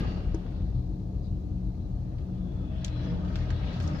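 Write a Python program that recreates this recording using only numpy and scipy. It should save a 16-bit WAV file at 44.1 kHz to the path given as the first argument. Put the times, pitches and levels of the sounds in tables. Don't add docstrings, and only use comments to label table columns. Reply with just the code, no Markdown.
import sys
import numpy as np
from scipy import signal
from scipy.fft import rfft, irfft
from scipy.io import wavfile

SR = 44100
rng = np.random.default_rng(int(sys.argv[2]) if len(sys.argv) > 2 else 0)


def to_wav(s):
    ch = np.atleast_2d(s).T
    pcm = np.round(np.clip(ch, -1, 1) * 32767)
    wavfile.write(sys.argv[1], SR, pcm.astype(np.int16))


N = 176400
T = np.arange(N) / SR
HZ = np.maximum(np.arange(N // 2 + 1) * SR / N, 1)

# frequency in Hz, correlation.
STEREO_LIKENESS = [(50, .99), (120, .98), (240, .92), (490, .56), (990, 0), (2000, -.12), (4000, 0),
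                   (8000, .03)]
# frequency in Hz, left minus right in dB.
STEREO_BALANCE = [(30, 5), (120, 2.5), (190, 3.5), (280, 4), (600, 3), (1200, 1), (2200, 0), (4000, 3),
                  (7000, 4), (13000, 1)]
# frequency in Hz, phase in radians.
LEFT_LEAD = [(32, -0.11), (55, -0.32), (120, 0.13), (240, -0.51), (400, 0.51), (650, -0.8)]
# frequency in Hz, extra left minus right in dB.
WINDOW_PAN = [(1500, 0), (2600, 3), (3500, 12), (6500, 6.5), (9000, 6)]

# frequency in Hz, relative level in dB.
RUMBLE_COLOUR = [(18, -33), (30, -14), (39, 1.5), (66, -4.5), (88, -1.5), (104, -7.5), (150, -12),
                 (215, -18.5), (270, -22), (350, -24), (450, -28.5), (650, -32.5), (810, -39),
                 (1100, -45.5), (1450, -65.5), (3000, -79.5)]
# time in seconds, rumble level in dB.
RUMBLE_LEVEL = [(0, -28), (0.3, -31), (0.6, -33), (0.82, -33), (1.05, -33), (1.26, -33), (1.5, -34.5),
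                (2.05, -34.5), (2.23, -32), (2.45, -34.5), (2.7, -36), (3.1, -37), (3.42, -33.5),
                (3.52, -30), (3.62, -32), (4, -44.5)]
# centre in Hz, width in Hz, level in dB.
CABIN_BOOMS = [(55, 11, -39), (123.7, 15, -42.5), (182.7, 8.7, -42), (239.8, 6.3, -54.5),
               (299.9, 14, -50.5), (330, 45, -63), (713, 43, -63.5), (870, 7.9, -71), (1223, 19, -75.5),
               (1530, 40, -86.5)]
# time in seconds, firing rate in Hz.
FIRING_RATE = [(0, 40.89), (1.2, 41), (2.1, 39.48), (2.8, 41), (3.5, 41.01), (4, 42.27)]
# multiple of the firing rate, relative level in dB.
ENGINE_ORDERS = [(1, -14.5), (2, -1.5), (3, -2.5), (4, -11)]
# time in seconds, level in dB.
HUM_LEVEL = [(0, -53), (0.55, -57.5), (0.78, -33.5), (1.05, -44.5), (2.4, -44), (2.85, -34), (3.1, -33),
             (3.55, -34), (3.72, -43.5), (4, -35.5)]
# frequency in Hz, relative level in dB.
AIR_COLOUR = [(700, -7), (1500, -3.5), (2000, -7), (2500, 4), (3100, -4), (4300, 3.5), (5200, -0.5),
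              (6500, 0.5), (7400, -7), (8400, -11.5), (12000, -11), (15500, -17)]

# peak time in seconds, level in dB, pitch in Hz, width in Hz,
# spread in seconds.
AIR_WHISTLES = [(0.58, -73, 4000, 1380, 0.27), (2.0, -84, 3970, 350, 1.4), (2.75, -71, 3450, 201, 0.22),
                (2.8, -67, 2570, 90.4, .14), (2.97, -66.5, 4030, 259, .1), (3.04, -70, 5960, 128, 0.024),
                (3.05, -71, 5000, 348, 0.085), (3.1, -67.5, 3300, 150, 0.11), (3.64, -61, 3780, 900, 0.11),
                (3.96, -60.5, 5130, 131, 0.027)]
TRIM_SQUEAKS = [(1.252, -67.5, 4760, 350, .014), (1.259, -71, 3900, 352, 0.033)]
VEHICLE_TONES = [(0.03, -55.5, 1617, 50, 0.03), (0.05, -40.5, 188.3, 4.8, 0.097),
                 (0.05, -45, 283, 18, 0.088), (0.05, -54, 240.4, 5.6, .12), (0.05, -53.5, 1206, 17, 0.066),
                 (0.1, -60, 2800, 200, 0.13), (0.1, -63, 4540, 400, 0.089), (2.78, -60, 3100, 500, .03),
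                 (3.0, -54.5, 637, 27, 0.39), (3.13, -49.5, 483, 7.3, 0.05), (3.24, -60, 617, 13, .06),
                 (3.19, -34.5, 180.2, 8, 0.12), (3.85, -31.5, 85.6, 8, .05), (3.9, -32.5, 160, 16, 0.05),
                 (3.91, -47.5, 598, 18, .05), (3.9, -44, 296, 19, 0.042), (3.85, -40.5, 127.3, 12, 0.23)]
VEHICLE_SQUEALS = [(3.05, -59.5, 1168, 18, .05), (3.24, -58.5, 1255, 45, .025),
                   (3.315, -55.5, 1290, 40, .035), (3.77, -54.5, 1295, 45, .02),
                   (3.9, -52.5, 1245, 100, .06)]

# start in seconds, body level in dB, centre in Hz, width in octaves,
# time to fall 60 dB in seconds, bright edge level in dB.
FITTING_CLICKS = [(0.3463, -53, 5930, .4, 0.025, -64), (2.183, -58.5, 2600, 0.64, 0.075, -80),
                  (2.8437, -41.5, 3300, 0.46, 0.041, -52), (2.8471, -22.5, 5700, .9, 0.0036, -38),
                  (2.8505, -49, 3300, 0.83, 0.076, -58), (2.8635, -59, 2500, 1, 0.012, -50),
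                  (2.88, -42.5, 3700, 0.55, 0.033, -67), (3.3563, -41, 3200, 0.74, 0.033, -54),
                  (3.3578, -40, 1450, 0.22, .025, -79), (3.366, -57, 4830, .6, 0.061, -68),
                  (3.5035, -44, 2880, 0.91, 0.047, -62), (3.5055, -36, 1600, 0.099, 0.022, -74),
                  (3.729, -57, 3300, 0.7, 0.23, -69), (3.801, -44, 2210, 1.1, 0.058, -53.5),
                  (3.822, -58.5, 5800, 0.71, 0.43, -62.5), (3.876, -41.5, 5830, 0.25, 0.016, -60)]
# pitch in Hz, level in dB, time to fall 60 dB in seconds.
PANEL_MODES = [(329, -25.5, 0.09), (398, -33.5, 0.062), (560, -53, 0.037), (920, -49, 0.1),
               (1490, -56, .03), (5050, -54.5, 0.036), (5440, -56, 0.025), (6290, -46, 0.028),
               (6500, -57, 0.023), (8840, -67, 0.082)]

# time in seconds, then the levels in dB of
TRAFFIC_LEVELS = [(0, -30.5, -45, -49, -62), (.12, -54, -46.5, -54.5, -64.5),
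                  (.3, -50.5, -54, -60.5, -75.5), (.55, -51.5, -55.5, -65, -85),
                  (.9, -50.5, -73.5, -74.5, -92), (1.7, -64, -66, -75.5, -93),
                  (2.3, -48, -61.5, -69.5, -86.5), (2.65, -43, -56.5, -68.5, -94.5),
                  (2.85, -52, -52.5, -57.5, -85.5), (3.08, -37.5, -50.5, -54.5, -71),
                  (3.24, -43, -48.5, -60.5, -71.5), (3.38, -42, -46.5, -54, -61),
                  (3.55, -49.5, -49.5, -54, -76), (3.68, -41, -45.5, -53, -67),
                  (3.83, -48, -46, -52.5, -59), (3.92, -39, -44.5, -52, -64), (4, -44, -45.5, -53, -61.5)]
# frequency in Hz, relative level in dB.
DRONE_COLOUR = [(80, -27), (130, -8), (180, 0), (220, -6.5), (300, -8), (380, -15), (600, -31),
                (1500, -65.5), (5000, -100)]
TYRE_COLOUR = [(200, -3.5), (350, -2.5), (490, 1), (650, -2.5), (800, -4), (1050, -9), (1280, -6),
               (1600, -14.5), (2500, -47.5), (8000, -75.5)]
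CLATTER_COLOUR = [(700, -9.5), (1200, -7), (1650, 10), (2000, 6), (2700, 6.5), (3500, 2.5), (4600, -3.5),
                  (5600, -5.5), (7000, -31), (8500, -28), (15000, -53.5)]
HISS_COLOUR = [(3000, -12.5), (4500, 2.5), (5500, -8.5), (6600, -4.5), (7500, -18.5), (8500, -37.5),
               (11000, -28), (15000, -27.5)]
# time in seconds, delay in milliseconds.
ECHO_DELAY = [(0, 2.42), (.6, 2.7), (2.3, 1.44), (3.0, 3.4), (3.3, 3.32), (3.8, 3.02), (4, 3.6)]


def from_db(db):
    return 10 ** (np.asarray(db) / 20)


def unit_rms(x):
    return x / np.sqrt(np.mean(x ** 2) + 1e-20)


def over_time(rows):
    times, *columns = np.transpose(rows)
    return [np.interp(T, times, column) for column in columns]


def over_hz(rows):
    hz, value = np.transpose(rows)
    return np.interp(np.log(HZ), np.log(hz), value)


def filtered(x, response):
    return irfft(rfft(x) * response, N)


def drift(rate_hz):
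    return unit_rms(filtered(rng.standard_normal(N), 1 / (1 + (HZ / rate_hz) ** 2)))


def resonance(hz, width):
    return 1 / (1 + ((HZ ** 2 - hz ** 2) / (HZ * width * 1.5)) ** 2)


def microphones():
    left_over_right = from_db(over_hz(STEREO_BALANCE)) * np.exp(1j * over_hz(LEFT_LEAD))
    return left_over_right ** np.array([[.5], [-.5]])


def noise(response):
    mid, side = rfft(rng.standard_normal((2, N)))
    alike = np.clip(over_hz(STEREO_LIKENESS), -.99, .99)
    pair = np.sqrt(1 + alike) * mid + np.sqrt(1 - alike) * side * [[1], [-1]]
    return unit_rms(irfft(pair * response * microphones(), N))


def swelling_tones(rows, steadiness, flicker_db):
    out = 0
    for peak_s, db, hz, width, spread_s in rows:
        band = signal.hilbert(noise(resonance(hz, width)))
        evened = band.real / (np.abs(band) + 1e-9) ** steadiness
        tone = filtered(evened, resonance(hz, 2 * width))
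        flicker = from_db(flicker_db * drift(6.9))
        swell = np.exp(-.5 * ((T - peak_s) / spread_s) ** 2)
        out += from_db(db) * swell * unit_rms(tone * flicker)
    return out


def cabin_reflections(x, depth_db=3, spacing_hz=43.64):
    grid = np.arange(0, SR, spacing_hz)
    peaks = np.array([np.interp(HZ, grid, side[:len(grid)]) for side in rng.standard_normal((2, SR))])
    eased = x * signal.windows.tukey(N, .002)
    return filtered(eased, from_db(depth_db * peaks * HZ / (HZ + 600)))


def road_rumble():
    rumble_db, = over_time(RUMBLE_LEVEL)
    power = sum((from_db(db) * unit_rms(resonance(hz, width))) ** 2 for hz, width, db in CABIN_BOOMS)
    booms = np.sqrt(power.mean()) * noise(np.sqrt(power))
    return from_db(rumble_db) * noise(from_db(over_hz(RUMBLE_COLOUR))) + booms


def engine_hum(pitch_waver=0.01477, flutter_db=2.2, flutter_hz=9):
    firing_hz, = over_time(FIRING_RATE)
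    hum_db, = over_time(HUM_LEVEL)
    phase = 2 * np.pi * np.cumsum(firing_hz * (1 + pitch_waver * drift(6.38))) / SR
    hum = 0
    for order, db in ENGINE_ORDERS:
        strength = from_db(db + flutter_db * drift(flutter_hz))
        hum += strength * np.sin(order * phase + rng.uniform(0, 2 * np.pi))
    return filtered(from_db(hum_db) * unit_rms(hum), microphones())


def window_air(hiss_db=-74.5):
    whistles = swelling_tones(AIR_WHISTLES + TRIM_SQUEAKS, steadiness=0.15, flicker_db=2.5)
    hiss = from_db(hiss_db) * noise(from_db(over_hz(AIR_COLOUR)))
    pan = from_db(over_hz(WINDOW_PAN) * np.array([[.5], [-.5]]))
    return filtered(hiss + whistles, pan)


def loose_fittings(attack_s=0.00018, tail_db=-23.5, tail_t60_s=0.13, body_top_hz=7300, edge_hz=9100):
    rattle_db, rattle_hz, rattle_onset_s = 4.0, 170, .006
    out = 0
    for start_s, body_db, hz, octaves, t60, edge_db in FITTING_CLICKS:
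        age = np.maximum(T - start_s, 0)
        attack = 1 - np.exp(-age / attack_s)
        decay = from_db(-60 * age / t60) + from_db(tail_db - 60 * age / tail_t60_s)
        rattle = from_db(rattle_db * drift(rattle_hz) * np.minimum(age / rattle_onset_s, 1) ** 2)
        colour = np.exp(-.5 * (np.log2(HZ / hz) / octaves) ** 2) / np.sqrt(1 + (HZ / body_top_hz) ** 20)
        body = unit_rms(filtered(rng.standard_normal((2, N)), colour))
        edge = filtered(rng.standard_normal((2, N)), 1 / (1 + (HZ / edge_hz) ** 2))
        out += attack * decay * rattle * (from_db(body_db) * body + from_db(edge_db) * edge)
    return out


def bump(start_s=.3455, rebound_s=0.0037, rebound_db=-11, bright_above_hz=2000):
    knock, rebound = (start_s, 0), (start_s + rebound_s, rebound_db)
    out = 0
    for hz, db, t60 in PANEL_MODES:
        bright = hz > bright_above_hz
        for hit_s, hit_db in [knock, rebound] if bright else [knock]:
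            age = np.maximum(T - hit_s, 0)
            decay = (age > 0) * from_db(db + hit_db - 60 * age / t60)
            stereo_phase = bright * rng.uniform(0, 2 * np.pi, (2, 1))
            out += decay * np.sin(2 * np.pi * hz * age + stereo_phase)
    return filtered(out, microphones())


def shimmer(x, depth_db=2.0, rate_hz=21, bands=8):
    centres_hz = np.geomspace(900, 7000, bands)
    slices = (filtered(x, np.interp(HZ, centres_hz, share)) for share in np.eye(bands))
    return sum(from_db(depth_db * drift(rate_hz)) * band for band in slices)


def firing_pulse(rate_hz=28.9, depth=0.52, sharpness=1.7, uneven_db=3.5):
    cycles = np.cumsum(rate_hz * (1 + 0.087 * drift(16))) / SR
    punch = depth * from_db(uneven_db * drift(25))
    return unit_rms(1 + punch * np.exp(-sharpness * (cycles % 1)))


def grit(colour, ticks_per_s=130, spread_db=5.5, relative_db=-18):
    ticks = (rng.random(N) < ticks_per_s / SR) * from_db(spread_db * rng.standard_normal(N))
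    stereo_ticks = ticks * rng.standard_normal((2, N))
    return from_db(relative_db) * unit_rms(filtered(stereo_ticks, colour))


def squeals(shake_db=2.5, shake_hz=45):
    shake = unit_rms(from_db(shake_db * drift(shake_hz)))
    return shake * swelling_tones(VEHICLE_SQUEALS, steadiness=0.54, flicker_db=3.0)


def traffic(flutter_db=2.0, flutter_hz=42, echo_gain=0.22):
    drone_gain, tyre_gain, clatter_gain, hiss_gain = from_db(over_time(TRAFFIC_LEVELS))
    colour = from_db(over_hz(CLATTER_COLOUR))
    pulse = firing_pulse()
    ticks = grit(colour)
    tyres = tyre_gain * from_db(flutter_db * drift(flutter_hz)) * noise(from_db(over_hz(TYRE_COLOUR)))
    clatter = clatter_gain * (unit_rms(shimmer(noise(colour))) + ticks)
    hiss = hiss_gain * noise(from_db(over_hz(HISS_COLOUR)))
    direct = tyres + pulse * (clatter + hiss)
    delay_ms, = over_time(ECHO_DELAY)
    echo = np.array([np.interp(T - delay_ms / 1000, T, side) for side in direct])
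    drone = drone_gain * noise(from_db(over_hz(DRONE_COLOUR)))
    return direct + echo_gain * echo + drone


def scene():
    outside = cabin_reflections(window_air() + traffic())
    outside += swelling_tones(VEHICLE_TONES, steadiness=0.65, flicker_db=1.3)
    outside += squeals()
    return road_rumble() + engine_hum() + outside + loose_fittings() + bump()


def record(dry):
    fade_s, cutoff_hz = .003, 15300
    faded = dry * np.minimum((T[-1] - T) / fade_s, 1)
    return signal.sosfilt(signal.ellip(10, .1, 80, cutoff_hz, fs=SR, output="sos"), faded)


dry = scene()
out = record(dry)
to_wav(out)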